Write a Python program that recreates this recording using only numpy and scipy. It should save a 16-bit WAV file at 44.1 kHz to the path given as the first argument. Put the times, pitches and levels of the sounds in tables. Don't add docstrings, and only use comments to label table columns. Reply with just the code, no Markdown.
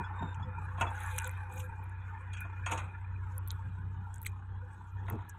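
import sys
import numpy as np
from scipy import signal
from scipy.fft import rfft, irfft
from scipy.io import wavfile
from scipy.ndimage import uniform_filter1d

SR = 44100
rng = np.random.default_rng(int(sys.argv[2]) if len(sys.argv) > 2 else 0)


def store_pcm(level_fs):
    pcm = np.round(np.clip(level_fs, -1, 1) * 32767).astype(np.int16)
    wavfile.write(sys.argv[1], SR, np.atleast_2d(pcm).T)


def elevation(decibels):
    levels = np.asarray(decibels, float)
    return 10 ** (levels / 20)


N = 237390
T = np.arange(N) / SR
TOP_ORDER = 6

# time in seconds, pitch of the strongest exhaust line in Hz.
ENGINE_SPEED = [(0, 92.69), (.25, 92.1), (1.5, 91.92), (1.62, 93.01), (4.9, 93.82), (5.0, 96.4),
                (5.2, 95.9), (5.3, 92.2), (5.38, 91)]
# time in seconds, level in dB.
HUM_LEVEL = [(0.0, -46), (0.04, -41), (0.78, -41), (0.82, -36), (1.0, -44), (1.08, -39), (1.38, -39.5),
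             (1.53, -46), (1.6, -39), (1.66, -43.5), (2.13, -41.5), (2.2, -44.5), (2.31, -42),
             (2.85, -39.5), (2.91, -45), (3.15, -39), (4.08, -41), (4.22, -46), (4.3, -39), (4.38, -45.5),
             (4.6, -40), (4.76, -51), (4.92, -45), (4.97, -39.5), (5.21, -39.5), (5.26, -54), (5.33, -45.5),
             (5.38, -51)]
# multiple of the engine cycle, level in dB over the strongest line,
# waver in dB (its sign only flips the random swing).
EXHAUST_LINES = [(.5, -23.5, -1.5), (1, -33, 7), (1.5, -36, 4), (2, -32, 6), (2.5, -30, 2.5), (3, -25, 3.),
                 (5, -26.5, 2), (7, -15.5, 0.5), (8, -32, 0), (9, -28, -0.5), (10, -37.5, -4.5),
                 (12, -40.5, 7.5)]
# time in seconds, level in dB.
CLATTER_LEVEL = [(0.0, -44), (0.09, -46), (0.6, -49), (0.78, -46), (0.94, -49.5), (1.03, -46), (1.3, -49),
                 (1.66, -53), (2.1, -53), (2.37, -53.5), (2.71, -55.5), (3.09, -56), (3.48, -53),
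                 (3.82, -55.5), (4.18, -55.5), (4.34, -57), (4.97, -56.5), (5.14, -54), (5.38, -55)]
# time in seconds, brightness in dB per octave above 1.2 kHz,
# treble lift in dB above 2.7 kHz.
CLATTER_TONE = [(0, 2, -6), (.8, -3.5, 0), (1.0, 12.5, -5.5), (1.6, 2, -3.5), (2.4, 10.5, -10),
                (3.1, 5.5, -3.5), (3.5, -3.5, 8), (5.38, -4.5, 11.5)]
# frequency in Hz, relative density in dB per Hz.
BLOCK_SPECTRUM = [(120, -41), (200, -18), (267, -22.5), (508, -17.5), (651, -24.5), (881, -6),
                  (1240, -11.5), (1490, -7.5), (2120, -18), (2450, -18), (4600, -45), (5980, -88.5),
                  (10100, -120)]
# frequency in Hz, width in Hz, mean level in dB over the block.
PANEL_MODES = [(360, 48, 7), (374, 6.7, 7), (891, 88, 14.5), (1089, 51, 6), (1252, 41, 7), (1428, 50, 11),
               (1672, 80, 9.5), (1767, 21, 4.5), (2600, 21, -2.5), (3477, 44, 10.5), (3900, 71, 9)]
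# frequency in Hz, width of one filter pass in Hz.
BUZZ_PANELS = [(507, 26), (2440, 140)]
# time of the peak in seconds, panel frequency in Hz, peak level in dB,
# length in seconds.
BUZZ_BOUTS = [(0.015, 2440, -61, 0.079), (0.489, 507, -55.5, 0.063), (.57, 2440, -60.5, 0.11),
              (0.62, 507, -69, 0.032), (0.826, 2440, -52, 0.061), (0.883, 507, -65, 0.064),
              (1.151, 507, -52, 0.046), (1.2, 2440, -55.5, 0.28), (1.271, 507, -51, 0.04),
              (1.564, 2440, -64.5, 0.44), (1.594, 507, -55, .15), (2.013, 2440, -68, 0.17),
              (2.23, 507, -61.5, 0.041), (2.407, 2440, -52.5, 0.13), (2.723, 2440, -56, 0.2),
              (2.726, 507, -46.5, 0.075), (2.857, 507, -60, 0.049), (2.907, 2440, -61, 0.11),
              (3.157, 2440, -60, 0.036), (3.372, 507, -60.5, 0.051), (4.292, 2440, -67, 0.054),
              (4.642, 507, -63, 0.057), (5.12, 507, -66.5, 0.12)]
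# frequency in Hz, relative density in dB per Hz.
AIR_SPECTRUM = [(2710, -41), (4600, -1), (5390, -4), (5660, -7), (6130, -11), (6560, -13.5), (7620, -6),
                (9470, -13.5), (10300, -8.5), (11600, -17), (12700, -11.5), (14900, -11.5), (16400, -21.5)]
# frequency in Hz, width in Hz, nominal dB over the hiss.
SHIMMER_MODES = [(6044, 26, 12), (6670, 280, 15), (7300, 190, 7), (7800, 180, 7.5), (9000, 120, 4.5),
                 (8100, 150, 14), (10330, 350, 4), (12300, 200, 0), (12500, 850, 4.5)]
# frequency in Hz, relative density in dB per Hz.
WIND_SPECTRUM = [(12, -24), (28, -16.5), (45, -18.5), (110, 7), (170, 2.5), (260, -10), (450, -15.5),
                 (900, -70.5)]
# time of the peak in seconds, peak level in dB, length in seconds,
# brightness in dB per octave.
WIND_PUFFS = [(0.0, -35, 0.04, 3.5), (0.239, -36, 0.057, 0.5), (0.444, -40.5, 0.13, -7),
              (0.597, -44, 0.045, -4.5), (0.693, -48.5, .08, -8.5), (0.815, -48.5, 0.17, -11.5),
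              (1.17, -46, 0.081, -12.5), (2.406, -54.5, .12, -3.5), (2.736, -53.5, 0.16, -1.5),
              (3.543, -49, 0.055, -5.5), (3.681, -44.5, .06, -3.5), (3.813, -49, 0.13, -3),
              (4.0, -46.5, 0.073, -5.5), (5.036, -56.5, 0.077, 6), (5.14, -39, 0.057, 6)]
# start in seconds, peak in dB, change of its upper modes in dB.
PIN_TICKS = [(0.038, -51.5, -4), (0.424, -50, -6), (0.8634, -48, -16)]
# frequency in Hz, level in dB, width of one filter pass in Hz.
PIN_MODES = [(3390, -1, 59), (5160, -11, 42), (6900, -17, 90)]
# time in seconds, pitch in Hz, level in dB.
SQUEAK_PATH = [(0.12, 3650, -90), (0.152, 3620, -76), (0.22, 3680, -62.5), (0.336, 3600, -70.5),
               (0.36, 3596, -88)]
# start in seconds, peak in dB, t60 of the blow in seconds,
# brightness in dB per octave, rise in seconds.
KNOCK_BLOWS = [(.222, -34, 0.26, -5.5, 0.0042), (.397, -43.5, 0.14, -2, .003),
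               (0.779, -35, 0.45, 1.5, 0.034), (0.81, -21, 0.33, 1, 0.0041),
               (2.335, -41, 0.54, 14.5, 0.0033), (2.448, -40, 0.12, -1, 0.007),
               (2.662, -24.5, 0.27, 7.5, 0.0036), (2.711, -27, 0.4, 1, 0.012),
               (2.773, -33, 0.37, 5.5, 0.0084), (5.081, -37.5, 0.42, -1, 0.006),
               (5.095, -41.5, .2, -4, 0.0057), (5.125, -36, 0.2, -10, 0.0096),
               (5.156, -40, 0.15, -14.5, 0.0064)]
# frequency in Hz, mean level in dB, t60 in seconds before the blow's own fade.
STEEL_MODES = [(316.6, -7, 0.87), (594, -16.5, 0.52), (676, 1, .2), (700.6, -0.5, 0.51), (908, 6, 0.67),
               (1041, 8, 0.18), (1423, 8, 0.065), (1810, -4.5, 0.3), (2800, -11, 0.18), (2600, -5.5, 0.39),
               (3270, -6, 0.16), (4480, -19.5, 0.1), (5740, -30, 0.18), (6600, -12, 0.13), (7800, -33, .2),
               (8700, -15, .15), (10100, -33, .15)]
# frequency in Hz, relative density in dB per Hz.
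THUD_SPECTRUM = [(88, -57), (150, -5.5), (221, 1.5), (492, -2.5), (913, 8.5), (1170, 5), (1540, 2),
                 (1720, -10), (2530, -5.5), (4760, -80.5), (6000, -43), (7800, -33), (13200, -120)]
# start in seconds, peak of the bright part in dB, its centre in Hz,
# peak of the dull part in dB, its centre in Hz.
CLOD_SNAPS = [(0.906, -49, 8700, -64, 2400), (1.0352, -39.5, 10000, -62, 2500),
              (1.1823, -23.5, 10600, -53, 2500), (1.187, -23.5, 7300, -30, 2600),
              (1.199, -38.5, 7800, -36, 2600), (1.2215, -36.5, 9900, -40, 1900),
              (1.2444, -30.5, 7300, -45, 3760), (1.272, -39.5, 8700, -42, 1900),
              (1.2764, -34.5, 11700, -53, 2400), (1.2939, -38.5, 7960, -39, 1800),
              (1.3136, -42, 12000, -71, 1900), (1.375, -57, 10100, -55, 1900),
              (1.5257, -51, 7800, -67, 2400), (1.54, -43.5, 11400, -76, 3030),
              (1.563, -45, 14900, -72, 1900), (1.8413, -52.5, 10700, -78, 1900),
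              (2.4064, -38, 12100, -44.5, 2210), (3.3803, -30.5, 10640, -74.5, 2200),
              (3.476, -33.5, 13100, -53, 3870), (3.483, -33.5, 12600, -66, 3900),
              (3.5054, -36.5, 6650, -27.5, 4220), (3.5154, -36, 11700, -46, 3750),
              (4.1425, -37.5, 8100, -67.5, 3770), (4.16, -42.5, 7750, -70.5, 1900),
              (4.1822, -44.5, 8100, -66, 1900), (4.217, -38.5, 12500, -63, 3900),
              (4.2288, -32.5, 12700, -70, 1900), (4.2338, -39.5, 12700, -70, 1900),
              (4.2495, -41, 13000, -43, 2260), (4.2647, -34.5, 10600, -29, 2100),
              (4.2669, -30, 12800, -33, 3980), (4.272, -39, 8100, -44.5, 2150),
              (5.0836, -57.5, 10300, -39, 2060), (5.1, -32, 12500, -40, 1900)]
# start in seconds, peak of the bright part in dB,
# peak of the dull part in dB, t60 in seconds (at most 0.08 is used).
CLOD_CRUMBLES = [(0.3434, -57, -51.5, .04), (0.8092, -39, -30.5, 0.071), (1.5763, -49, -50, .027),
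                 (1.596, -45.5, -46.5, 0.24), (2.3343, -61, -48.5, 0.046), (2.3686, -53, -44, 0.12),
                 (2.66, -43, -37.5, 0.059), (2.7149, -36.5, -33, 0.093), (2.7742, -43.5, -44, .08),
                 (5.2944, -44, -74, 0.037)]
# frequency in Hz, relative density in dB per Hz.
GRIT_SPECTRUM = [(710, -35.5), (1200, -13), (1280, 2.5), (1510, -18.5), (2440, -10), (2850, -31.5),
                 (3140, -5), (3950, -6.5), (4860, -70), (6050, -26), (10200, -19), (15300, -36.5),
                 (16400, -51.5)]
# time of the peak in seconds, level in dB, rise and fall in seconds
# over 60 dB (at least 0.005 is used), brightness in dB per octave around 6 kHz.
SOLE_SCRAPES = [(.776, -64, .015, .4, -8), (0.815, -43, 0.044, 0.04, 4), (1.03, -56.5, .42, 0.44, 6.5),
                (1.165, -54, 0.84, .5, 3.5), (1.185, -45, 0.042, -0.12, -11),
                (1.275, -51.5, 0.16, -0.16, 1), (1.524, -61.5, 0.074, 0.45, 8),
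                (1.603, -53.5, 0.21, 0.19, 9), (2.34, -48, 0.03, 0, -3.5), (2.407, -55, 0.015, 0.07, 14),
                (2.666, -58, 0.043, 0.65, -5), (2.714, -42.5, 0.017, 0.18, 1.5),
                (2.778, -51, .02, 0.22, -3.5), (2.83, -70, .1, .6, -6.5), (3.371, -69, 0.17, -0.8, 4),
                (3.508, -51.5, 0.034, .08, -4), (4.15, -74.5, 0.088, 0.2, 7), (4.22, -69, .04, 0.18, 8),
                (4.261, -41.5, 0.014, 0.07, -1), (5.102, -45, 0.092, -0.22, -9),
                (5.199, -58.5, 0.31, 0.55, -16.5), (5.295, -47.5, 0.021, -0.32, 30)]


def evened(x):
    return x / np.sqrt(np.mean(x ** 2) + 1e-20)


def read(points, hz):
    f, value = np.transpose(points)
    return np.interp(np.log(hz + 1), np.log(f + 1), value)


def curves(rows, t=T):
    s, *columns = np.transpose(rows)
    return [np.interp(t, s, column) for column in columns]


def add(mix, s, sound):
    part = mix[round(s * SR):][:len(sound)]
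    part += sound[:len(part)]


def colour(x, shape_db, size=1024):
    overlap = size * 3 // 4
    hz, s, z = signal.stft(x, SR, nperseg=size, noverlap=overlap)
    shaped = z * elevation(shape_db(hz[:, None] + 1, s))
    return signal.istft(shaped, nperseg=size, noverlap=overlap)[1][:len(x)]


def wander(hz):
    noise = rng.standard_normal(N + SR)
    return evened(signal.lfilter(*signal.butter(2, hz, fs=SR), noise)[SR:])


def blotches(hop, bins, long, wide):
    grid = rng.standard_normal((N // hop + 9, bins))
    return evened(uniform_filter1d(uniform_filter1d(grid, long, 0), wide, 1)).T


def peaks_db(modes, hz, waxing_db):
    power = 1
    for (centre, width, db), wax in zip(modes, waxing_db):
        power = power + elevation(2 * (db + wax)) / (1 + (2 * (hz - centre) / width) ** 2)
    return 10 * np.log10(power)


def resonate(x, hz, width):
    return signal.lfilter(*signal.iirpeak(hz, hz / width, SR), x)


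def swells(rows, t=T):
    s, db, length = np.transpose(rows)[:, :, None]
    return elevation(db) * np.exp(-(2 * (t - s) / np.maximum(length, .01)) ** 2)


def blend(gains, values):
    power = np.sum(gains ** 2, axis=0) + 1e-20
    return np.sqrt(power), np.dot(values, gains ** 2) / power


def exhaust(cycle):
    low_order, low_db = 4, -9.5
    lines = np.sin(2 * np.pi * TOP_ORDER * cycle)
    low_gain = elevation(low_db + 1.6 * wander(6.5))
    lines = lines + low_gain * np.sin(2 * np.pi * (low_order * cycle + rng.random()))
    for order, db, waver_db in EXHAUST_LINES:
        gain = elevation(db + waver_db * wander(18.0))
        lines = lines + gain * np.sin(2 * np.pi * (order * cycle + rng.random()))
    level_db = curves(HUM_LEVEL)[0] + .9 * wander(7.)
    return np.sqrt(2) * elevation(level_db) * lines


def firing_noise(cycle):
    firing = 2 * cycle
    strengths = np.clip(1 + .4 * rng.standard_normal(int(firing[-1]) + 1), 0, 2)
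    strength = strengths[firing.astype(int)]
    return (0.79 + .5 * strength * np.exp(-(firing % 1) / .35)) * rng.standard_normal(N)


def clatter(drive):
    streaks, waxing = blotches(256, 513, 9, 2), blotches(256, len(PANEL_MODES), 11, 1)
    drift = blotches(256, 513, 16, 14)

    def shape_db(hz, s):
        n = len(s)
        tilt, top_db = curves(CLATTER_TONE, s)
        bright = tilt * np.log2(np.clip(hz / 1200, 1, 2.2)) + top_db / (1 + (2700 / hz) ** 12)
        panels = peaks_db(PANEL_MODES, hz * (1 + .03 * drift[:, :n]), 3.2 * waxing[:, :n])
        return read(BLOCK_SPECTRUM, hz) + panels + 4.2 * streaks[:, :n] + bright

    return elevation(curves(CLATTER_LEVEL)[0]) * evened(colour(drive, shape_db))


def buzz(drive):
    out = np.zeros(N)
    idle_db = curves(CLATTER_LEVEL)[0] - 28 + 0.45 * curves(CLATTER_TONE)[0]
    for hz, width in BUZZ_PANELS:
        rows = [(s, db, length) for s, panel_hz, db, length in BUZZ_BOUTS if panel_hz == hz]
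        gain = swells(rows).sum(axis=0) + elevation(idle_db + 5. * wander(4.6))
        out += gain * evened(resonate(resonate(drive, hz, width), hz, width))
    return out


def air(cycle):
    patches, waxing = blotches(128, 257, 10, 3), blotches(128, len(SHIMMER_MODES), 14, 1)
    drive = rng.standard_normal(N) * (1 + .8 * np.exp(-(2 * cycle % 1) / .15))

    def shape_db(hz, s):
        n = len(s)
        shimmer = peaks_db(SHIMMER_MODES, hz, 6.8 * waxing[:, :n] - 3)
        return read(AIR_SPECTRUM, hz) + 2.2 * patches[:, :n] + shimmer

    hiss = colour(drive, shape_db, size=512)
    clatter_db = curves(CLATTER_LEVEL)[0]
    level_db = -82.5 + 0.47 * (clatter_db - clatter_db.mean()) + 3.4 * wander(2.8)
    return elevation(level_db) * evened(hiss)


def wind():
    breeze_db, breeze_tilt, lumps_db = -60, 2.5, 2.5
    puffs, lumps = np.array(WIND_PUFFS), wander(5.0)

    def blowing(t):
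        breeze = elevation(breeze_db + lumps_db * np.interp(t, T, lumps))
        gains = np.vstack([swells(puffs[:, :3], t), breeze])
        return blend(gains, np.append(puffs[:, 3], breeze_tilt))

    def shape_db(hz, s):
        return read(WIND_SPECTRUM, hz) + blowing(s)[1] * np.log2(np.clip(hz / 130, 1, 4))

    rumble = colour(rng.standard_normal(N), shape_db, size=2048)
    coarse = T[::64]
    return np.interp(T, coarse, blowing(coarse)[0]) * evened(rumble)


def ticks():
    out, t = np.zeros(N), np.arange(SR // 8) / SR
    for s, peak_db, upper_db in PIN_TICKS:
        shake = rng.standard_normal(len(t)) * elevation(-60 * t / 0.053) * np.minimum(t / 0.0011, 1)
        chatter = np.zeros(len(t))
        for k, (hz, db, width) in enumerate(PIN_MODES):
            mode = evened(resonate(resonate(shake, hz, width), hz, width))
            chatter += elevation(db + upper_db * (k > 0)) * mode
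        add(out, s, elevation(peak_db) * chatter / abs(chatter).max())
    return out


def squeak():
    out, t = np.zeros(N), np.arange(SQUEAK_PATH[0][0], SQUEAK_PATH[-1][0], 1 / SR)
    hz, db = curves(SQUEAK_PATH, t)
    phase = 2 * np.pi * np.cumsum(hz * (1 + .006 * wander(150.)[:len(t)])) / SR
    flutter = elevation(db + 4.5 * wander(40.8)[:len(t)]) * signal.windows.tukey(len(t), .2)
    add(out, t[0], np.sqrt(2) * flutter * (np.sin(phase) + 0.21 * np.sin(2 * phase)))
    return out


def ring(modes, t):
    out = np.zeros(len(t))
    for (hz, db, t60), (a, b, c) in zip(modes, rng.standard_normal((len(modes), 3))):
        tone = np.sin(2 * np.pi * hz * (1 + .006 * b) * t)
        beat = np.cos(2 * np.pi * 0.00834 * hz * c * t)
        out += elevation(db + 2.72 * a - 60 * t / t60) * tone * beat
    return out


def knocks():
    out, t = np.zeros(N), np.arange(SR // 2) / SR
    hz = np.fft.rfftfreq(len(t), 1 / SR) + 1
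    close = np.where(t > .25, signal.windows.tukey(len(t), .1), 1)
    for s, peak_db, t60, tilt, rise in KNOCK_BLOWS:
        fade = elevation(-60 * t / max(t60, .03)) * np.minimum(t / max(rise, .001), 1)
        uneven = uniform_filter1d(uniform_filter1d(rng.standard_normal(len(t)), size=180), size=120)
        ragged = elevation(2.04 * evened(uneven))
        thud = evened(irfft(rfft(rng.standard_normal(len(t))) * elevation(read(THUD_SPECTRUM, hz))))
        struck = thud * fade * ragged + 0.58 * ring(STEEL_MODES, t) * np.sqrt(fade)
        bright = elevation(tilt * np.log2(np.clip(hz, 150, 4000) / 1000)) / (1 + (hz / 10500) ** 8)
        sound = irfft(rfft(struck) * bright) * close
        add(out, s, elevation(peak_db) * sound / abs(sound).max())
    return out


def clods():
    snap_t60, loud_snap_t60 = 0.0021, 0.0079
    crumble_hz, dull_hz = 6900, 2600
    events = []
    for row in CLOD_SNAPS:
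        loudest_db = max(row[1], row[3])
        events.append((*row, np.interp(loudest_db, [-45, -25], [snap_t60, loud_snap_t60])))
    for s, db, dull_db, t60 in CLOD_CRUMBLES:
        events.append((s, db, crumble_hz, dull_db, dull_hz, t60))
    crumbs, crumb_db = 20, -60
    for a, b, c, d in rng.random((crumbs, 4)):
        s = CLOD_SNAPS[int(a * len(CLOD_SNAPS))][0] + .03 * (3 * b - 1)
        events.append((s, crumb_db + 14 * (c - .5), 7500 + 6000 * d, crumb_db - 16, dull_hz, snap_t60))
    return events


def cracks():
    out, t = np.zeros(N), np.arange(3000) / SR
    hz = np.fft.rfftfreq(len(t), 1 / SR) + 1
    lead = 60
    for s, peak_db, centre_hz, dull_db, dull_hz, t60 in clods():
        t60 = np.clip(t60, .0015, .08)
        envelope = elevation(-60 * t / t60) * np.minimum(t / (0.047 * t60), 1)
        burst = rfft(np.roll(rng.standard_normal(len(t)) * envelope, lead))
        spray = 0.051 * (hz > 5600) * min(1, .012 / t60)
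        bright = irfft(burst * (spray + np.exp(-np.log2(hz / centre_hz) ** 2 / 0.12)))
        dull = irfft(burst * np.exp(-np.log2(hz / dull_hz) ** 2 / 0.091))
        crack = elevation(peak_db) * bright / abs(bright).max() + elevation(dull_db) * dull / abs(dull).max()
        add(out, s - lead / SR, crack)
    return out


def sliding(t):
    s, db, rise, fall, tilt = np.transpose(SOLE_SCRAPES)[:, :, None]
    before, after = (s - t) / np.maximum(rise, .005), (t - s) / np.maximum(fall, .005)
    return blend(elevation(db - 60 * np.maximum(before, after)), tilt.ravel())


def scuffs():
    size, chance, noise = rng.exponential(1, N), rng.random(N), rng.standard_normal(N)
    patches, waxing = blotches(64, 129, 14, 5), blotches(64, len(SHIMMER_MODES), 24, 1)
    grains = elevation(6.4 * np.minimum(size, 4)) * (chance < 300 / SR)
    drive = noise * (1 + 7.9 * uniform_filter1d(grains, 24))

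    def shape_db(hz, s):
        n = len(s)
        tilt = sliding(s)[1] * np.log2(np.clip(hz / 6000, .25, 3))
        shimmer = peaks_db(SHIMMER_MODES, hz, 5.1 * waxing[:, :n])
        return read(GRIT_SPECTRUM, hz) + tilt + 3.0 * patches[:, :n] + shimmer

    hiss = colour(drive, shape_db, size=256)
    even = hiss / np.sqrt(uniform_filter1d(hiss ** 2, 3000) + 1e-20)
    coarse = T[::16]
    return np.interp(T, coarse, sliding(coarse)[0]) * even


def scene():
    cycle = np.cumsum(curves(ENGINE_SPEED)[0]) / SR / TOP_ORDER
    drive = firing_noise(cycle)
    engine = exhaust(cycle) + clatter(drive) + buzz(drive) + air(cycle)
    metal = ticks() + squeak() + knocks()
    feet = cracks() + scuffs()
    return (engine + wind() + metal + feet)[None]


def low_pass(x):
    return signal.sosfilt(signal.butter(12, 16500, fs=SR, output="sos"), x)


def record(dry):
    def port_db(hz, s):
        notch = -14 * np.exp(-((hz - 4850) / 350) ** 2)
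        return notch - 20 / (1 + np.exp((15900 - hz) / 200))

    port = colour(dry[0], port_db, size=256)
    return low_pass(port[None])


dry = scene()
out = record(dry)
store_pcm(out)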